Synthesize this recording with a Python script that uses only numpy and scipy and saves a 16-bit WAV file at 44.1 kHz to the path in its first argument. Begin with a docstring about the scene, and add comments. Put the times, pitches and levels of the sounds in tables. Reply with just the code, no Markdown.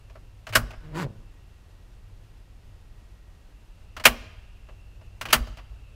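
"""A stiff dashboard button is pressed three times in a parked cab: the plastic creaks and ticks, then snaps over.
Each contact is damped panel modes plus dying noise for the cab; low sines rock the dashboard.
A thumb rubs off the panel once, as noise and stick-slip pulses through resonances.
The shed outside answers longer, by convolution; rumble, faint insects, a thin far tone
and microphone hiss, all shaped noise, lie under it."""
import sys
import numpy as np
from scipy import signal
from scipy.fft import rfft, irfft, next_fast_len
from scipy.io import wavfile
from scipy.ndimage import uniform_filter1d, map_coordinates

SR = 44100
rng = np.random.default_rng(int(sys.argv[2]) if len(sys.argv) > 2 else 0)


def wrap_up_sound(samples):
    """Save the sound to the file named by the first command line argument, as 16-bit audio."""
    columns = np.atleast_2d(samples).T
    # keep every value between -1 and 1, then stretch to whole-number steps
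    tamed = np.clip(columns, -1, 1)
    steps = np.round(tamed * 32767).astype(np.int16)
    wavfile.write(sys.argv[1], SR, steps)


N = 262395


def switch():
    """Each contact rings the panel and fills the cab with dense reflections; the dashboard booms and rocks."""
    # Ringing modes of the panel: (frequency [Hz], relative level [dB], t60 [s])
    panel_modes = [(634, 6, 0.16), (1144, -1, 0.26), (1200, -14.5, 0.023), (1630, -0.5, 0.078),
                   (2110, -12.5, 0.081), (2438, 1.5, 0.076), (2680, 5, .03), (2833, -5.5, 0.13),
                   (3600, -10.5, 0.035), (4310, -11, .04)]
    # Colour of a contact heard close by: (frequency [Hz], relative density [dB per Hz])
    contact_colour = [(150, -33.5), (280, -10.5), (420, -11), (630, -3), (850, -6.5), (1150, -4.5),
                      (1650, -6.5), (2700, -8), (3000, -7), (3700, -14), (4300, -12), (7500, -13.5),
                      (11500, -15), (15600, -18.5)]
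    # Decay of the cab's reflections: (frequency [Hz], t60 [s])
    cab_decay = [(300, 0.48), (1000, 0.16), (3000, 0.12), (8000, 0.11), (15000, 0.15)]
    # The first, short crack is brighter: (frequency [Hz], relative level [dB])
    crack_colour = [(700, -13), (1500, 3), (2700, 6.5), (4500, 2.5), (12000, 6)]
    # The hollow dashboard booms on: (frequency [Hz], relative level [dB], t60 [s])
    boom_modes = [(112, -35.5, 0.24), (143, -30, 0.2), (217.7, -34, 0.31), (239.7, -32.5, 0.3),
                  (323, -38, 0.11)]
    # The hand rocks the whole dashboard: (time [s], level before the onset fade [dB], frequency [Hz], t60 [s])
    thumps = [(0.501, -32.5, 105.4, 0.62), (0.558, -29, 110.7, 0.49), (.57, -20.5, 45.6, 0.12),
              (0.623, -23.5, 48.5, 0.32), (.775, -28.5, 40.55, 0.17), (.86, -31, 41.5, 0.17),
              (1.187, -31.5, 37.6, 0.16), (4.086, -27.5, 48.9, 0.29), (5.365, -19.5, 54.7, 0.15),
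              (5.406, -16, 51.15, 0.16), (5.494, -31, 51.3, 0.54), (5.699, -34, 54.1, 0.36)]
    crack_decay = [(1000, 0.0037), (12000, 0.018)]  # (Hz, t60 s)

    out, size = np.zeros(N + SR), SR // 3
    t = np.arange(size) / SR
    # sound leaves by the open door: the ring holds for some wall trips, then drops
    leak_db = -12 / (1 + np.exp(-(t - .027) / 0.0079))
    panel_rise = 1 - np.exp(-t / 0.0014)  # the panel takes a moment to ring up
    boom_rise = 1 - np.exp(-t / 0.011)
    for s, db, knock_db, edge_db, crack_db, rise_ms in contacts():
        rise = 1 - np.exp(-t * 1000 / max(rise_ms, .1))
        # weak ticks come from the small button more than from the panel: more near 5 kHz, less above
        small_db = -.12 * db
        tilt = [(700, knock_db), (1400, 0.0035), (2800, edge_db),
                (5000, .6 * crack_db + small_db), (10000, crack_db - 0.78 * small_db)]
        tilted_panel = [(hz, level + along(tilt, hz), t60) for hz, level, t60 in panel_modes]
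        ring = modes(tilted_panel, t, spread_db=0.0)

        air = amp(leak_db + 5.5) * dying(lambda hz: 0 * hz, cab_decay, size=size, order=128)
        air += dying(lambda hz: along(crack_colour, hz), crack_decay, size=size, order=64)
        air = filtered(air, lambda hz: amp(along(contact_colour, hz) + along(tilt, hz)))

        boom = boom_rise * modes(boom_modes, t, spread_db=1.5)
        panel = amp(1.1 * leak_db - 21.5) * panel_rise * ring
        out[round(s * SR):][:size] += amp(db) * (rise * (panel + air) + boom)
    for s, db, hz, t60 in thumps:
        onset = 1 - np.exp(-t / 0.0046)
        out[round(s * SR):][:size] += amp(db - 60 * t / t60) * onset * np.sin(2 * np.pi * hz * t)
    return out[:N]


def contacts():
    """Rows (s, level dB, knock dB, edge dB, crack dB, rise ms) for ticks, lead-ins and snaps."""
    # The button snaps over: (time [s], relative level [dB], knock below 700 Hz [dB],
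    # edge near 3 kHz [dB], crack above 6 kHz [dB])
    snaps = [(0.5543, 2, -8, -8, -9.5), (4.0544, 4.5, -5.5, 3.5, -4), (5.3294, 2.5, -9.5, -2, -6)]
    # The plastic ticks under the thumb: (time [s], relative level [dB], edge near 3 kHz [dB],
    # crack above 6 kHz [dB], rise time constant [ms])
    tick_rows = [(0.0972, -46, 3.5, -9.5, 1.3), (.154, -35.5, -11, -26, .77),
                 (0.4677, -24.5, -2, -14.5, .7), (0.4894, -29.5, 0, -9, 1.9), (0.525, -27.5, 2, -7, .7),
                 (0.5319, -20.5, 3.5, -9, 2.1), (0.706, -32, -1, -13, .51), (.7332, -35, -1, -24, 1.4),
                 (3.9657, -22.5, -1.5, -14, .91), (3.9976, -25, -2, -14.5, .62),
                 (4.0385, -16.5, -1.3, -5, 2.5), (4.6871, -38.5, -5.5, -25, .62),
                 (5.0091, -45, -1.2, -17, 2.65), (5.212, -19, 0.5, -8.5, .41),
                 (5.2537, -19.5, -1.5, -12.5, .78), (5.285, -27.5, 7.5, -9.5, 3.1),
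                 (5.3034, -25.5, 5, -6, 1.3), (5.4709, -34, -5.5, -12, .4), (5.571, -38.5, 2, -5.5, .72),
                 (5.5842, -30.5, -2, -25, 3)]
    # softer ticks are duller thuds; no knock tilt at the even level
    knock_per_db, even_knock_db = -0.49, -33
    # the spring lets go just before the snap, as a thin lead-in
    spring_early_s, spring_db, spring_rise_ms = .003, -8.5, 1.9
    spring_knock_db, spring_edge_db, spring_crack_db = -22, 1.5, -2
    snap_rise_ms = .3

    ticks = [(s, db, knock_per_db * (db - even_knock_db), *rest) for s, db, *rest in tick_rows]
    springs = [(s - spring_early_s, db + spring_db, spring_knock_db, spring_edge_db,
                spring_crack_db, spring_rise_ms) for s, db, *_ in snaps]
    return ticks + springs + [(*row, snap_rise_ms) for row in snaps]


def thumb():
    """Skin sticks and slips: each slip scrapes, rings the trim and kicks low panel resonances."""
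    # The thumb drags off the panel: (time [s], scrape level [dB], judder level [dB])
    rub = [(.8, -69, -74), (.852, -54.5, -46), (.9, -58.5, -49), (.94, -50.5, -37.5), (.953, -38.5, -39),
           (.98, -34, -37), (1.03, -33.5, -33), (1.05, -44, -31.5), (1.07, -59, -37), (1.11, -71.5, -46.5),
           (1.17, -72, -53), (1.26, -74.5, -62.5)]
    # The thumb shifts briefly on the button: (time [s], length [s], scrape level [dB], judder level [dB])
    shift_rows = [(.59, 0.13, -60, -45), (5.275, 0.12, -44.5, -45), (5.482, 0.074, -63, -46.5)]
    # Colour of the scrape: (frequency [Hz], relative density [dB per Hz])
    scrape_colour = [(160, -33), (280, 1.5), (606, -9), (667, -11), (993, -1), (1090, -6.5), (1550, -7.5),
                     (5000, -25), (6500, -55), (11000, -120)]
    # Thin trim set ringing by the slips: (centre [Hz], width [Hz], relative level [dB])
    trim_bands = [(3320, 330, -5.5), (4500, 1300, -1.5), (7200, 1500, 0), (10640, 750, -3.5),
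                  (13500, 3000, -11)]
    shift_fade_db = -17.5  # over a shift's length
    # grit level at the even scrape level; it grows faster than the scrape, between a floor and the scrape
    grit_even_db, even_scrape_db, grit_per_db, grit_least_db = -44.5, -30.5, 1.4, -82.5
    # slip rate [per s]: fastest at the peak, steady well before and after
    peak_rate, peak_s, before_rate, after_rate = 186, .99, 150, 112
    speeds_up, slows_down = 900, 900  # slips a second gained before the peak, lost after, per s

    def trim(f):
        return sum((-1) ** k * amp(db) * resonance(hz, width)(f)
                   for k, (hz, width, db) in enumerate(trim_bands))

    def low_panel(f):
        return (resonance(155, 110)(f) ** 2 + 0.25 * resonance(320, 220)(f) ** 2
                + 0.12 * resonance(460, 200)(f) ** 2)

    out = np.zeros(N)
    late = np.arange(N) / SR - peak_s
    near_peak = peak_rate + np.minimum(speeds_up * late, -slows_down * late)
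    rate = np.maximum(near_peak, np.where(late < 0, before_rate, after_rate))
    shifts = [[(s, a, b), (s + length, a + shift_fade_db, b + shift_fade_db)]
              for s, length, a, b in shift_rows]
    for stroke in [rub] + shifts:
        scrape_db, judder_db = curves(stroke)
        grit_db = np.maximum(grit_even_db + grit_per_db * (scrape_db - even_scrape_db), grit_least_db)
        grit_db = np.minimum(grit_db, scrape_db)

        turns = np.cumsum(rate * (1 + 0.04 * wobble(60))) / SR
        slips = np.diff(np.floor(turns), prepend=0) * amp(2.5 * wobble(150))
        burst = np.exp(-(turns % 1) / .25)  # friction noise peaks at each slip

        scrape = (1 + 0.52 * burst) * rng.standard_normal(N) + 1.0 * unit(slips)
        out += amp(scrape_db) * unit(filtered(scrape, lambda hz: amp(along(scrape_colour, hz))))
        grit = (0.32 + burst) * rng.standard_normal(N)
        out += amp(grit_db) * unit(filtered(grit, trim))
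        kicks = unit(slips) + .5 * rng.standard_normal(N)
        out += amp(judder_db) * unit(filtered(kicks, low_panel))
    return out


def shed(x):
    """The longer answer of the building swells in as far walls reply: convolution with dying noise."""
    # Decay of the shed: (frequency [Hz], t60 [s])
    shed_decay = [(200, .8), (1000, .95), (3000, .95), (5000, .85), (9000, .55), (15000, .35)]
    # Colour of its answer: (frequency [Hz], relative level [dB])
    shed_colour = [(100, 4), (500, 4.5), (1500, 0), (3000, 0), (5000, 1.5), (9000, -2), (15000, -2)]
    tail = dying(lambda hz: along(shed_colour, hz), shed_decay, size=SR, order=256)
    tail *= 1 - np.exp(-np.arange(SR) / SR / 0.015)
    return signal.fftconvolve(x, tail / np.linalg.norm(tail))[:N]


def rumble():
    """Far traffic and a shaking body: two low noise bands with their own swells partly evened out."""
    # Level of the rumble: (time [s], 25-70 Hz level [dB], 70-130 Hz level [dB])
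    rumble_levels = [(0.0, -51, -53.5), (0.35, -46.5, -55), (0.6, -53, -57), (0.69, -47.5, -53),
                     (1.09, -45, -51.5), (1.28, -47, -53.5), (1.76, -52, -55), (1.92, -48.5, -59),
                     (2.12, -48, -50.5), (2.48, -49, -57.5), (2.82, -47, -53), (3.56, -50, -63),
                     (4.04, -44.5, -52.5), (4.22, -42, -54), (4.49, -45.5, -60.5), (5.22, -47.5, -50.5),
                     (5.53, -44.5, -53.5), (5.95, -47, -55.5)]
    # Colour of the lower band: (frequency [Hz], relative density [dB per Hz])
    deep_colour = [(7.1, -38), (12, -6.5), (37, 3), (52, 2.5), (70, -8.5), (90, -5.5), (120, -29.5),
                   (200, -120)]
    # Colour of the upper band: (frequency [Hz], relative density [dB per Hz])
    drone_colour = [(35, -32), (60, -8.5), (101, 1), (115, 0), (124, -13.5), (200, -25.5), (260, -46),
                    (440, -120)]

    def even(x, size):
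        power = np.abs(uniform_filter1d(x * x, size))
        return unit(x / power ** 0.28)

    deep_db, drone_db = curves(rumble_levels)
    deep = amp(deep_db) * even(noise(deep_colour), size=6000)
    drone = amp(drone_db) * even(noise(drone_colour), size=4000)
    return deep + drone


def outdoors():
    """A narrow, fluttering insect band, a thin far tone of very narrow noise, and microphone hiss."""
    # Insect chorus: (time [s], level [dB])
    insect_levels = [(0, -75.5), (1, -77.5), (1.5, -74), (1.9, -81), (2.3, -78), (3.4, -80), (3.9, -69),
                     (5, -69), (5.5, -71.5), (5.95, -66)]
    # Thin far tone: (time [s], level [dB])
    whine_levels = [(1.1, -92), (1.3, -79), (3.5, -81), (3.7, -92.5)]
    # Colour of the microphone hiss: (frequency [Hz], relative density [dB per Hz])
    hiss_colour = [(76, -38.5), (130, -2), (162, 1), (232, -5), (459, -8.5), (926, -13), (2330, -18.5),
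                   (2790, -18.5), (3140, -19), (14100, -33), (15600, -41.5)]
    hiss_db = -61

    def band(hz, width_hz):
        return unit(filtered(rng.standard_normal(N), lambda f: resonance(hz, width_hz)(f) ** 2))

    chorus = amp(curves(insect_levels)[0] + 1.5 * wobble(29)) * band(2700, 300)
    tone = amp(curves(whine_levels)[0]) * band(1900, 22)
    hiss = amp(hiss_db + 0.44 * wobble(18)) * noise(hiss_colour)
    return chorus + tone + hiss


def amp(db):
    """Gain of a level in dB."""
    return 10 ** (np.asarray(db) / 20)


def unit(x):
    """x at rms 1."""
    return x / np.sqrt(np.mean(x ** 2) + 1e-20)


def along(points, hz):
    """Values between (Hz, value) points on a log frequency axis."""
    f, v = np.transpose(points)
    return np.interp(np.log(hz + 1), np.log(f + 1), v)


def curves(rows):
    """One dB value per sample for each column after the time; -150 dB outside."""
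    s, *cols = np.transpose(rows)
    return [np.interp(np.arange(N) / SR, s, c, -150, -150) for c in cols]


def wobble(rate):
    """A smooth random curve, rate knots a second."""
    knots = rng.standard_normal(int(N * rate / SR) + 4)
    return map_coordinates(knots, [np.arange(N) * rate / SR])


def filtered(x, response):
    """x times a response of frequency, zero-padded so that ringing does not wrap straight round."""
    m = next_fast_len(len(x) + 8192)
    return irfft(rfft(x, m) * response(np.fft.rfftfreq(m, 1 / SR)), m)[:len(x)]


def noise(spectrum):
    """Noise of rms 1 with a (Hz, dB) colour."""
    return unit(filtered(rng.standard_normal(N), lambda hz: amp(along(spectrum, hz))))


def resonance(centre_hz, width_hz):
    """Response of one causal resonance, gain 1 at its centre."""
    return lambda f: 1j * f * width_hz / (centre_hz ** 2 - f * f + 1j * f * width_hz)


def dying(colour_db, t60s, size, order):
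    """Noise in which each frequency dies at its own speed; order is the STFT window in samples."""
    hz, t, z = signal.stft(rng.standard_normal(size), SR, nperseg=order)
    level_db = colour_db(hz)[:, None] - 60 * t / along(t60s, hz)[:, None]
    return signal.istft(z * amp(level_db), SR, nperseg=order)[1][:size]


def modes(table, t, spread_db):
    """Damped sines at random phases, their strengths scattered by spread_db."""
    return sum(amp(db + rng.normal(0, spread_db) - 60 * t / t60)
               * np.sin(2 * np.pi * (hz * t + rng.random())) for hz, db, t60 in table)


def scene():
    """Near sounds with their echo over the background."""
    near = switch() + thumb()
    return (near + amp(-30) * shed(near) + rumble() + outdoors())[None]


def record(dry):
    """Peaks near full scale are rounded off; a steep low-pass takes 80 dB off above the band limit."""
    top_hz = 15800
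    hard = dry[0] / (1 + np.abs(dry[0]) ** 8) ** (1 / 8)
    return filtered(hard, lambda hz: amp(-80 / (1 + np.exp((top_hz + 100 - hz) / 50))))[None]


dry = scene()
out = record(dry)
wrap_up_sound(out)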